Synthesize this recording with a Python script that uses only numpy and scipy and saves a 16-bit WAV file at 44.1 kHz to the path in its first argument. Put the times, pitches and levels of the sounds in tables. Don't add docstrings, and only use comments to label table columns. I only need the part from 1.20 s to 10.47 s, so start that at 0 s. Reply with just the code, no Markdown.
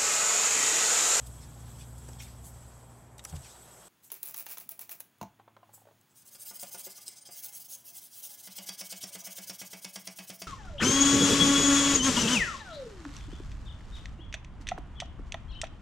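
import sys
import numpy as np
from scipy import signal
from scipy.fft import rfft, irfft, next_fast_len
from scipy.io import wavfile
from scipy.ndimage import uniform_filter1d

SR = 44100
rng = np.random.default_rng(int(sys.argv[2]) if len(sys.argv) > 2 else 0)


def master(y):
    cut = np.clip(np.atleast_2d(y).T, -1, 1)
    pcm = np.round(cut * 32767)
    wavfile.write(sys.argv[1], SR, pcm.astype(np.int16))


def convert_level_to_amplitude(level_db):
    exponent = np.asarray(level_db, float) / 20
    return 10 ** exponent


N = 408807
T = np.arange(N) / SR
LOOP = 2 ** 17
CUT_S = 2.683


def evened(x):
    return x / np.sqrt(np.mean(x ** 2) + 1e-20)


def curve(t, points):
    return np.interp(t, *np.transpose(points))


def coloured(x, points):
    size = next_fast_len(len(x))
    f, level_db = np.transpose(points)
    hz = np.fft.rfftfreq(size, 1 / SR)
    gain = convert_level_to_amplitude(np.interp(np.log(hz + 1), np.log(f + 1), level_db))
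    return evened(irfft(rfft(x, size) * gain, size)[:len(x)])


def grit(per_s, spread_db, size=N):
    large = np.minimum(rng.exponential(1, size), 4) * (rng.random(size) < per_s / SR)
    return rng.standard_normal(size) * convert_level_to_amplitude(spread_db * large)


def texture(points, per_s=0, spread_db=0):
    return np.resize(coloured(grit(per_s, spread_db, LOOP), points), N)


def drift(t, per_s, spread_db):
    steps = rng.standard_normal(300)
    return np.interp(t * per_s, np.arange(len(steps)), convert_level_to_amplitude(spread_db * steps))


def resonate(x, hz, width):
    r = np.exp(-np.pi * width / SR)
    zeros = (1 - r ** 2) / 2 * np.array([1, 0, -1])
    poles = [1, -(1 + r ** 2) * np.cos(2 * np.pi * hz / SR), r ** 2]
    return signal.lfilter(zeros, poles, x)


def slide(x, hz, width):
    turn = np.exp(2j * np.pi * np.cumsum(hz) / SR)
    r = np.exp(-np.pi * width / SR)
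    return 2 * (turn * signal.lfilter([1 - r], [1, -r], x * turn.conj())).real


def flecked(x, fine_db, broad_db):
    z = signal.stft(x, nperseg=512, noverlap=384)[2]
    fine, broad = rng.standard_normal((z.shape[1], z.shape[0], 2)).T
    fine = evened(uniform_filter1d(uniform_filter1d(fine, size=2, axis=0), size=7, axis=1))
    broad = evened(uniform_filter1d(uniform_filter1d(broad, size=20, axis=0), size=10, axis=1))
    z = z * convert_level_to_amplitude(fine_db * fine + broad_db * broad)
    return evened(signal.istft(z, nperseg=512, noverlap=384)[1][:len(x)])


def bumps(s, db, rise, t60):
    out = np.zeros(N)
    for at, gain, up, down in np.broadcast(s, convert_level_to_amplitude(db), rise, t60):
        near = slice(max(int((at - 3 * up) * SR), 0), int((at + down) * SR))
        u = T[near] - at
        out[near] += gain * np.where(u < 0, np.exp(-2 * (u / up) ** 2), convert_level_to_amplitude(-60 * np.maximum(u, 0) / down))
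    return out


def bursts(noise, s, db, rise, t60):
    out, u = np.zeros(N), T[:SR // 50] - .003
    shape = np.where(u < 0, np.exp(-2 * (u / rise) ** 2), convert_level_to_amplitude(-60 * np.maximum(u, 0) / t60))
    for at, gain in zip(s, convert_level_to_amplitude(db)):
        start = int((at - .003) * SR)
        burst = shape * noise[start:start + len(u)]
        out[start:start + len(u)] += gain * burst / abs(burst).max()
    return out


def ring(s, db, modes, push, pitch=0.98, vary_db=4.5, detune=0.0033):
    out, t = np.zeros(N + SR), T[:SR // 6]
    hz, mode_db, t60 = np.transpose(modes)[:, :, None]
    for at, gain, k in np.broadcast(s, convert_level_to_amplitude(db), pitch):
        chance = rng.standard_normal((2, len(hz), 1))
        share = convert_level_to_amplitude(mode_db + vary_db * chance[0] - 60 * t / t60)
        sound = (share * np.sin(2 * np.pi * k * hz * (1 + detune * chance[1]) * t)).sum(0)
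        blow = rng.standard_normal(len(t)) * convert_level_to_amplitude(-60 * t / push)
        sound = signal.fftconvolve(sound, blow)[:len(t)]
        out[int(at * SR):][:len(t)] += gain * sound / abs(sound).max()
    return out[:N]


# f/Hz, level/dB
HUM_LINES = [(62.4, -51.5), (119.7, -51), (239.7, -63.5)]
# f/Hz, level/dB
RUMBLE = [(15, -59), (25, -21), (54, 2), (123, -1), (140, -0.5), (216, -13.5), (260, -13), (340, -19),
          (570, -120)]
WASH = [(88, -49), (150, -3), (264, -13), (358, -8), (475, -9.5), (789, -7.5), (2500, -26), (3250, -61),
        (5500, -120)]
HISS = [(880, -7), (1500, -5), (2100, -12.5), (2720, -10), (3280, -8), (4160, -11.5), (7030, -6.5),
        (8000, 4), (8830, -9.5), (9470, -8), (10200, -16), (11000, -5.5), (16000, -23)]
# t/s, level/dB
HUM_FADE = [(0, -1), (.9, -1), (1.5, -4.5), (2.03, -10), (2.35, -14.5), (2.6, -20.5)]


def shop():
    fade = convert_level_to_amplitude(curve(T, HUM_FADE))
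    second_hiss = convert_level_to_amplitude(-56) * np.clip((T - 2.034) / .06 + .5, 0, 1)
    lines = 0
    for hz, db in HUM_LINES:
        level = convert_level_to_amplitude(db) * drift(T, 8.03, 1.6)
        lines = lines + level * np.sin(2 * np.pi * hz * np.cumsum(drift(T, 4.98, 0.092)) / SR)
    hum = evened(evened(lines) + convert_level_to_amplitude(-4.0) * texture(RUMBLE))
    hiss = texture(HISS, 280, 3.5)
    hiss = np.r_[flecked(hiss[:LOOP], 1.6, 1.3), hiss[LOOP:]]
    whine = 1.1 * resonate(hiss, 3297, 43)
    hiss = (hiss + whine) * drift(T, 7.9, 0.82)
    sound = convert_level_to_amplitude(-45.5) * fade * hum + convert_level_to_amplitude(-59) * texture(WASH) + np.hypot(convert_level_to_amplitude(-56) * fade, second_hiss) * hiss
    return sound * np.clip((CUT_S - T) / 0.00091, 0, 1)


# t/s, peak level/dB, swell/s, fade/s, centre f/Hz
RUSTLES = [(.07, -49, 0.013, 0.033, 8000), (.23, -57.5, 0.039, 0.079, 4500), (.62, -54, 0.037, 0.043, 5000),
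           (0.887, -46.5, 0.0024, 0.023, 430), (.933, -48.5, 0.0011, 0.0055, 4000),
           (1.004, -48, 0.019, 0.14, 4450), (1.025, -51, 0.014, 0.05, 7750),
           (1.27, -51.5, 0.045, 0.084, 9900), (.89, -50.5, .006, 0.011, 6500), (.785, -56, .01, .02, 8000),
           (1.983, -48, 0.0032, 0.011, 7000), (1.995, -47.5, 0.004, 0.013, 3500),
           (2.098, -50, 0.00085, 0.0026, 6000), (2.127, -50, 0.0018, .006, 1500),
           (2.166, -46.5, .0012, 0.0045, 2500), (2.041, -49, .002, 0.0092, 10000),
           (2.051, -34.5, 0.0018, 0.0081, 6900), (2.098, -51, 0.033, 0.035, 6000),
           (2.054, -40.5, 0.001, 0.0065, 1500), (2.165, -49, 0.021, 0.019, 5000),
           (2.27, -52, 0.053, 0.13, 4080), (2.85, -54, 0.022, 0.074, 12100),
           (4.545, -52.5, 0.016, 0.085, 11800), (4.813, -58, 0.001, 0.0036, 10000)]
# peak level/dB, f/Hz, swell/s, t60/s
FOOTFALL = (-33.5, 84, .022, .3)
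# f/Hz, level/dB, t60/s
CLINK_MODES = [(2240, 8, 0.045), (2400, 5, 0.041), (3400, -3, 0.075), (5540, 2, 0.058), (4190, -9, 0.024),
               (6170, -4, .1), (3200, -4, 0.23)]


def rustles():
    noise = .5 * texture(HISS, 900, 2.0) + 0.8 * texture([(1500, -2.5), (16000, -3.0)], 1100, 2.5)
    noise = np.resize(flecked(noise[:LOOP], 3.5, 2.5), N)
    out = np.zeros(N)
    for s, db, rise, t60, hz in RUSTLES:
        near = slice(max(int((s - .15) * SR), 0), int((s + 1.5) * SR))
        band = resonate(resonate(noise[near], hz, 2.0 * hz), hz, 2.0 * hz)
        out[near] += bumps(s, db, rise, 2.94 * t60)[near] * evened(band)
    step_s = 2.143
    db, hz, rise, t60 = FOOTFALL
    sag = 1 - 1.24 * np.clip(T - step_s, -rise, t60 / 2)
    turn = 2 * np.pi * hz * (T - step_s) * sag
    step = 0.47 * np.cos(turn) + 0.577 * np.cos(1.8 * turn) + 0.32 * texture(RUMBLE)
    out += bumps(step_s, db, rise, t60) * step + bumps(step_s, -49.5, 0.027, 0.13) * texture(WASH)
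    return out + ring(1.001, -39.0, CLINK_MODES, 0.037, 1, 1.7)


# f/Hz, level/dB
QUIET_FLOOR = [(30, -48), (60, -23.5), (109, -1), (174, -5), (245, -4.5), (526, -15), (866, -11.5),
               (2120, -17), (3500, -19), (4500, -76)]
# t/s, f/Hz, level/dB
DRONE = [
    (4.14, 109.4, -75.5),
    (4.666, 106.1, -69.5),
    (5.05, 112.3, -88),
]
STILL = (3.84, 4.1, 4.4, 4.5)


def quiet():
    s, hz, db = np.transpose(DRONE)
    turn = 2 * np.pi * np.cumsum(np.interp(T, s, hz)) / SR
    buzz = np.interp(T, [4.25, 4.4, 4.55], [.3, .6, .12])
    partials = np.sin(turn) + buzz * (np.sin(2 * turn) + 1.05 * np.sin(3 * turn))
    drone = np.sqrt(2) * convert_level_to_amplitude(np.interp(T, s, db, -120, -120)) * partials
    air = texture([(2500, -28), (3500, -3.5), (5900, -7.0), (6750, -2.0), (7600, -9.0), (9000, -7.0),
                   (13500, -6.5), (15000, -9.0), (16000, -2.5)])
    air_db = -71 - 4.5 * np.interp(T, STILL, [0, 1, 1, 0])
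    floor = convert_level_to_amplitude(-70.5) * texture(QUIET_FLOOR) + convert_level_to_amplitude(air_db) * air
    return floor * drift(T, 13, 0.51) * np.clip((T - CUT_S) / 0.004, 0, 1) + drone


# t/s, peak level/dB, hollow part relative level/dB
SNAPS = [(2.9015, -39, -8), (2.9177, -18, -24), (3.03, -15, -30), (3.143, -24, -15), (3.2645, -23, -15),
         (3.371, -34, -8), (3.3825, -22, -23), (3.4909, -19, -30), (3.5924, -22, -23), (3.6928, -26, -17),
         (3.7992, -34, -17), (3.8038, -21, -25)]
# first t/s, last t/s, level/dB
MIST_PULLS = [
    (2.92, 2.964, -49),
    (3.035, 3.099, -45.5),
    (3.162, 3.204, -42),
    (3.285, 3.325, -40.5),
    (3.4, 3.411, -45.5),
    (3.509, 3.518, -47.5),
    (3.612, 3.613, -41),
    (3.711, 3.72, -40.5),
]
# t/s, peak level/dB
SPITS = [(2.9259, -29), (2.9312, -35), (2.936, -34), (2.9421, -28), (2.952, -35), (3.0375, -34),
         (3.0544, -31), (3.0585, -29), (3.0641, -28), (3.0722, -27), (3.0791, -27), (3.0874, -26),
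         (3.0953, -31), (3.1035, -35), (3.1106, -30), (3.1243, -37), (3.1398, -32), (3.1638, -27),
         (3.1703, -23), (3.179, -23), (3.1882, -25), (3.1982, -28), (3.2072, -26), (3.2166, -34),
         (3.2259, -32), (3.2603, -32), (3.2888, -32), (3.2958, -31), (3.3039, -30), (3.3129, -28),
         (3.3216, -30), (3.3302, -30), (3.3369, -32), (3.3451, -34), (3.3765, -32), (3.4009, -32),
         (3.4048, -37), (3.4755, -46), (3.5076, -34), (3.512, -32), (3.516, -31), (3.5197, -30),
         (3.5788, -47), (3.6054, -36), (3.6096, -32), (3.6147, -28), (3.6198, -32), (3.6765, -47),
         (3.7027, -34), (3.7075, -32), (3.7123, -28), (3.7179, -26), (3.7236, -32), (3.7284, -29),
         (3.79, -45), (3.985, -52)]
# f/Hz, level/dB
SPIT = [(300, -38), (600, -28), (2700, -28.5), (5000, -19.5), (8200, -15.5), (10800, -5), (12800, -5),
        (15000, -4.5)]
MIST = [(180, -42), (300, -6.5), (788, -11), (1230, -4), (2140, -13), (3020, -14), (5800, -4), (8190, -6),
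        (15000, 3.5)]
HOLLOW = [(180, -41), (300, -19), (779, -6), (1720, -10), (3740, -11), (4870, -15.5), (6440, -6.5),
          (8260, -23), (10000, -21), (13000, -33), (22000, -120)]
# f/Hz, width/Hz, level/dB
NOZZLE = [(700, 100, 10.5), (2400, 460, 12), (4500, 270, -11)]


def spray():
    s, db, hollow_db = np.transpose(SNAPS)
    spit, mist = texture(SPIT), texture(MIST, 1800, 3)
    chamber = sum(convert_level_to_amplitude(gain_db) * resonate(mist, hz, width) for hz, width, gain_db in NOZZLE)
    mist = evened(mist + chamber)
    out = bursts(spit, s + 0.00088, db - 2, 0.00033, 0.004)
    out += spit * bumps(s + 0.0013, db - 21.0, 0.0028, 0.045)
    out += texture(HOLLOW) * bumps(s + 0.0015, db + hollow_db - 3.5, 0.0014, 0.037)
    at, spit_db = np.transpose(SPITS)
    out += bursts(spit, at, spit_db + 1, .0007, .005)
    for first, last, mist_db in MIST_PULLS:
        out += mist * bumps(last, mist_db - 0.5, 1.36 * (last - first), 0.15)
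    return out + gulps()


# t/s, peak level/dB, f/Hz, t60/s
GULPS = [
    (2.922, -48, 425, 0.056),
    (3.035, -53, 398, 0.043),
    (3.19, -58, 420, .05),
    (3.46, -53, 240, 0.036),
    (3.52, -46, 700, 0.032),
]


def gulps():
    out, t = np.zeros(N), T[:SR // 10]
    sag_per_s = 6.5
    for s, db, hz, t60 in GULPS:
        tone = np.sin(2 * np.pi * hz * t * (1 - sag_per_s * t / 2))
        out[int(s * SR):][:len(t)] += convert_level_to_amplitude(db - 60 * t / t60) * np.minimum(t / 0.0038, 1) * tone
    return out


# t/s, peak level/dB
LANDINGS = [
    (4.013, -34),
    (4.028, -38),
]
# f/Hz, level/dB, t60/s
BOTTLE_MODES = [(584, -13, 0.094), (820, 8, 0.061), (950, 7, 0.022), (1090, -33, 0.035), (1410, -4, 0.012),
                (327, -8, 0.081), (650, -11, 0.021)]
BENCH_MODES = [(197, 12.5, 0.089), (109, 2, 0.14), (70, -5, 0.32), (276, 1, 0.056)]
# t/s, peak level/dB, pitch f/Hz
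RIM = [(4.192, -55, 700), (4.198, -45, 820), (4.279, -43.5, 970), (4.367, -44.5, 950), (4.431, -46, 1000),
       (4.493, -48.5, 800), (4.538, -49.5, 820), (4.578, -50, 774), (4.617, -54, 740), (4.654, -50.5, 625),
       (4.671, -47.5, 610), (4.687, -50, 870), (4.711, -52, 684)]
# f/Hz, level/dB, t60/s
RIM_MODES = [(1000, 2, 0.033), (1180, -13, 0.022), (700, 0.5, 0.022), (1500, -21, 0.019),
             (2090, -24, 0.017), (2940, -16, 0.013)]


def bottle():
    s, db = np.transpose(LANDINGS)
    tick = texture(HOLLOW) * bumps(s + 0.00074, db + 2 - 10.0, 0.00098, 0.025)
    tick += texture(SPIT) * bumps(s + 0.00077, -49.0, 0.0013, 0.027)
    at, rim_db, hz = np.transpose(RIM)
    rim_cut = signal.butter(2, 420, "high", fs=SR, output="sos")
    rock = signal.sosfilt(rim_cut, ring(at - .001, rim_db, RIM_MODES, .018, hz / 1000, 2.5, .03))
    scuff = texture([(300, -30), (900, 6), (2500, -13), (4000, -14.0), (6000, -51)])
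    rock += scuff * bumps(at + 0.0017, rim_db - 15.5, 0.0018, 0.054)
    landing = ring(s, db + 3.5, BOTTLE_MODES, 0.038, 1.0, 10.0, 0.053)
    return landing + ring(s + 0.00344, -35.0, BENCH_MODES, 0.024) + tick + rock


# turn t/s, fastest t/s, level/dB
FREE_STROKES = [(4.885, 4.9, -82), (4.942, 4.986, -61.5), (5.019, 5.01, -64), (5.044, 5.09, -56),
                (5.1, 5.148, -52.5), (5.178, 5.232, -47.5), (5.244, 5.275, -44.5), (5.328, 5.362, -48),
                (5.384, 5.425, -44), (5.445, 5.487, -50), (5.505, 5.536, -45.5), (5.57, 5.6, -45),
                (5.628, 5.656, -45), (5.686, 5.716, -49.5), (5.74, 5.775, -51.5), (5.798, 5.826, -53.5),
                (5.85, 5.884, -52.5), (5.9, 5.923, -62), (5.95, 5.976, -63.5), (6.003, 6.02, -72.5),
                (6.049, 6.062, -60.5), (6.103, 6.128, -51), (6.213, 6.188, -45), (6.219, 6.243, -41.5),
                (6.283, 6.283, -47), (6.31, 6.372, -44.5), (6.393, 6.406, -47), (6.438, 6.458, -50),
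                (6.474, 6.541, -44), (6.564, 6.59, -57), (6.636, 6.683, -48), (6.724, 6.777, -46.5),
                (6.802, 6.833, -49.5), (6.893, 6.996, -48), (7.015, 7.051, -43), (7.088, 7.102, -46.5),
                (7.137, 7.133, -47.5), (7.165, 7.2, -50.5), (7.222, 7.245, -49)]
# knock t/s, stroke level/dB, pane level/dB, crack relative level/dB
PUSHES = [(7.273, -47, -43, 0), (7.383, -46, -40.5, 10), (7.489, -45.5, -40.5, 18.5),
          (7.609, -44, -40, 13.5), (7.724, -45.5, -40, 10), (7.836, -45, -40, 15.5), (7.952, -45, -39.5, 3),
          (8.069, -43.5, -41, 1), (8.183, -45, -40, 9), (8.297, -46, -39, 12), (8.415, -46.5, -39, 6),
          (8.532, -48.5, -38.5, 3), (8.646, -49.5, -38, 12), (8.758, -49.5, -37.5, 11.5),
          (8.872, -51.5, -37, 10), (8.987, -49.5, -36.5, 1.5), (9.099, -48.5, -38, 6.5),
          (9.218, -50.5, -36.5, 7)]
# t/s, level/dB
GRIP = [(5.4, -1), (5.75, 1), (5.9, 5), (6.03, 6), (6.06, 12), (6.135, 13), (6.15, -8.5)]


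def strokes():
    knock, push_db = np.transpose(PUSHES)[:2]
    turn, top, db = np.transpose(FREE_STROKES)
    push_s = .034
    free = np.c_[turn, top, np.r_[turn[1:], knock[0] - push_s], db]
    push = np.c_[knock - push_s, knock - .008, knock + .016, push_db]
    back = np.c_[knock + .026, knock + .053, knock + .074, push_db - 4.5]
    free[:, 2] += 0.0029 * (top > GRIP[-2][0])
    return np.r_[free, push, back[:-1]]


# f/Hz, level/dB
FIZZ = [(880, -65), (1500, -10), (2140, -40), (2210, -23), (2970, -7.5), (4160, -2), (6300, 1.5),
        (7210, -1.5), (15000, -1)]
# f/Hz, width/Hz, level/dB
BLADE = [(5020, 280, -3), (5880, 65, -8), (6390, 150, -1.5), (7660, 87, -1), (8970, 210, 3.5)]
# f/Hz, level/dB, t60/s
PANE_MODES = [(572, -1, .06), (686, 2, .26), (825, -2, .12), (1000, -5, .12), (1218, -9, .27),
              (1474, -8, .1), (1700, -4, .17), (2090, 2, .07), (2290, -2, .25), (2640, -6, .18),
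              (3010, -8, .2), (3275, 1, .05), (400, -14, .06)]
# t/s, level/dB
LOOSE = [(4.91, 7), (4.98, -0.5), (5.15, -5.5), (5.62, -3.5), (5.86, 1), (5.93, 8.5), (6.02, 12),
         (6.09, 5.5), (6.15, -7), (7.25, -2.5), (7.32, 0.5), (7.7, 2.5), (9.2, -1.5)]
# t/s, level/dB
FREE_PANE = [(5.1, -8), (5.2, -1.5), (6.3, 1), (6.45, -2.5)]
# t/s, peak level/dB
NICKS = [
    (5.155, -37),
    (5.3, -36),
    (5.3964, -27),
    (5.433, -24),
    (5.88, -16.5),
    (6.2353, -30),
    (6.2453, -28),
    (6.782, -31),
    (8.272, -36),
]


def scrape():
    work = slice(int(4.8 * SR), N)
    speed, ringing, t, out = np.zeros(N), np.zeros(N), T[work], np.zeros(N)
    for start, top, end, db in strokes():
        near = slice(int((start - .08) * SR), int((end + .12) * SR))
        reach = abs(np.where(T[near] < top, top - start, end - top)) + 0.00086
        u = np.abs(T[near] - top) / reach
        shape = convert_level_to_amplitude(db - 22.5 * u ** 3.1)
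        speed[near] += shape ** 2
        ringing[near] += (shape * convert_level_to_amplitude(curve(top, LOOSE))) ** 2
    grains = grit(2500, 2.6, len(t))
    flutter, fleck, broken = (45, 3.8), (3.3, 1.8), (14, 3.5)
    hz, width, db = BLADE[0]
    lowest = evened(slide(resonate(grains, hz, 2 * width), hz * drift(t, 30, .13), width))
    blade = [lowest * drift(t, 54, 4.8) * convert_level_to_amplitude(db + curve(t, GRIP))]
    for hz, width, db in BLADE[1:]:
        tone = evened(slide(grains, hz * drift(t, 25, 0.058), width))
        blade.append(convert_level_to_amplitude(db) * drift(t, *flutter) * tone)
    blade[3:] = convert_level_to_amplitude(-8 * (t > GRIP[-1][0])) * blade[3:]
    pane = 0
    for hz, db, _ in PANE_MODES:
        tone = evened(resonate(resonate(grains, hz, 29), hz, 110))
        pane = pane + convert_level_to_amplitude(db) * drift(t, *broken) * tone
    pane = evened(pane)
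    fizz = coloured(grains, FIZZ)
    squeal = sum(drift(t, 40, 4.6) * resonate(fizz, hz, 110) for hz in (9900, 10570, 11450, 12700, 14400, 14700))
    high = coloured(fizz + 0.25 * squeal, [(6300, -40), (8500, -4.5), (9800, 0), (16000, 0.5)])
    high = flecked(high, *fleck)
    wander = sum(drift(t, *flutter) * slide(grains, hz * drift(t, 19, 0.35), 250) for hz in (3050, 5600, 6700))
    low = evened(sum(blade)) + convert_level_to_amplitude(-0.5) * coloured(fizz, [(8500, 2), (9800, -39)])
    low = evened(low + convert_level_to_amplitude(-41.0) * pane + convert_level_to_amplitude(-12.0) * evened(wander))
    low = flecked(low, *fleck)
    s, db = np.transpose(NICKS)
    nicks = bumps(s + 0.001, db - 20, 0.00075, 0.014)
    out[work] = np.sqrt(speed[work]) * high + (np.sqrt(ringing) + nicks)[work] * low
    lasting = np.sqrt(abs(uniform_filter1d(ringing[work], size=3500)))
    out[work] += convert_level_to_amplitude(-14.5 + curve(t, FREE_PANE)) * lasting * pane
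    return out


# t/s, pane level/dB, crack relative level/dB
BRUSHES = [
    (5.149, -55.5, 14.5),
    (5.309, -46.5, -24),
    (5.429, -40.5, 0),
    (5.545, -43.5, 7),
    (5.667, -45, -11),
    (5.78, -56, -10),
    (5.885, -59.5, -10),
    (6.088, -50, -24),
]
# f/Hz, level/dB
CRACK = [(150, -62), (250, -24.5), (629, -8.5), (1490, -18.5), (3340, -10), (3990, -15.5), (5340, -4.5),
         (8270, -16.5), (8970, -11), (10500, -14.5), (15600, -52), (22000, -120)]
# f/Hz, level/dB, t60/s
HOLDER_MODES = [(3350, -3.5, 0.095), (4694, 5, 0.11), (5000, -2, 0.028), (5560, 8, 0.091),
                (5430, -19, 0.108), (6200, -8, 0.054), (6150, -2, 0.044), (7250, 8, .05), (8450, -8, .04),
                (9700, -14, .04)]
# f/Hz, level/dB, t60/s
MIDDLE_MODES = [(390, 0, .06), (560, 4, .08), (715, 4, .08), (900, -3, .06), (1210, -6, .2),
                (1450, -5, .08), (1670, -4, .12), (2093, -2, .06), (2320, -5, .1)]
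# f/Hz, width/Hz, share
MUTED = (880, 1200, 0.69)


def knocks():
    s, db, crack_db = np.r_[BRUSHES, np.delete(PUSHES, 1, axis=1)].T
    early = s < PUSHES[0][0]
    thump_db = np.where(early, -25, -16.5)
    crunch = coloured(grit(1300, 2.8, LOOP), CRACK)
    low = np.resize(coloured(crunch, [(2500, -13.5), (4000, -23.5)]), N)
    high = np.resize(coloured(crunch, [(2500, -28), (3300, -14)]), N)
    crack = high * bumps(s + 0.00053, db + crack_db - 11.5, 0.00071, 0.0049)
    crack += low * bumps(s + 0.0011, db - 10.0, 0.00056, 0.2)
    crack += high * bumps(s + 0.0052, db + crack_db - 11, 0.0036, 0.0077)
    crack += ring(s, db + crack_db - 10.5, HOLDER_MODES, 0.015, 1.0, 3.8, 0.0059)
    crack += ring(s[early], db[early] + 1.5, MIDDLE_MODES, 0.031, 0.99, 2.5)
    pane = ring(s[~early], db[~early] + 2.3, PANE_MODES, 0.0062, 0.97, 0.8, 0.0047)
    hz, width, share = MUTED
    pane = pane - share * (T > FREE_STROKES[-1][0]) * resonate(pane, hz, width)
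    return crack + pane + flex(s + .002, db + thump_db + 8)


# f/Hz, level/dB, t60/s
FLEX_MODES = [(178.5, 1, .2), (187.5, 1, .2), (297, -11, .15), (306, -13, .15), (150, -15, .15),
              (361, -20, .15), (115, -22, .1)]


def flex(s, db):
    out, t = np.zeros(N + SR), T[:SR // 5]
    hz, mode_db, t60 = np.transpose(FLEX_MODES)[:, :, None]
    swell = 1 - np.exp(-(t / .012) ** 2)
    for at, gain, k in zip(s, convert_level_to_amplitude(db), 1 + 0.015 * rng.standard_normal(len(s))):
        sound = (convert_level_to_amplitude(mode_db - 60 * t / t60) * np.sin(2 * np.pi * k * hz * t)).sum(0)
        out[int(at * SR):][:len(t)] += gain * swell * sound
    return out[:N]


def room(x, t60=0.22):
    t = T[:SR // 2]
    tail = signal.lfilter([1], [1, -.3], rng.standard_normal(len(t))) * convert_level_to_amplitude(-60 * t / t60) * (t > .006)
    return signal.fftconvolve(x, tail / np.linalg.norm(tail))[:N]


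# f/Hz, width/Hz, level/dB
MIC_PORT = (15600, 400, 3.5)


def scene():
    near = spray() + bottle() + scrape() + knocks()
    low_cut = signal.butter(3, 95, "high", fs=SR, output="sos")
    near = signal.sosfilt(low_cut, near + convert_level_to_amplitude(-10.5) * room(near)) + quiet()
    hz, width, db = MIC_PORT
    mix = shop() + rustles() + near + convert_level_to_amplitude(db) * resonate(near, hz, width)
    return np.array([mix, mix])


def band_limit(x):
    return signal.sosfilt(signal.butter(12, 17090, fs=SR, output="sos"), x)


def record(dry):
    edge = signal.firwin(255, 15900, window=("kaiser", 8), fs=SR)
    mix = signal.oaconvolve(dry, edge[None], "same")
    return band_limit(mix)


dry = scene()
out = record(dry)
master(out)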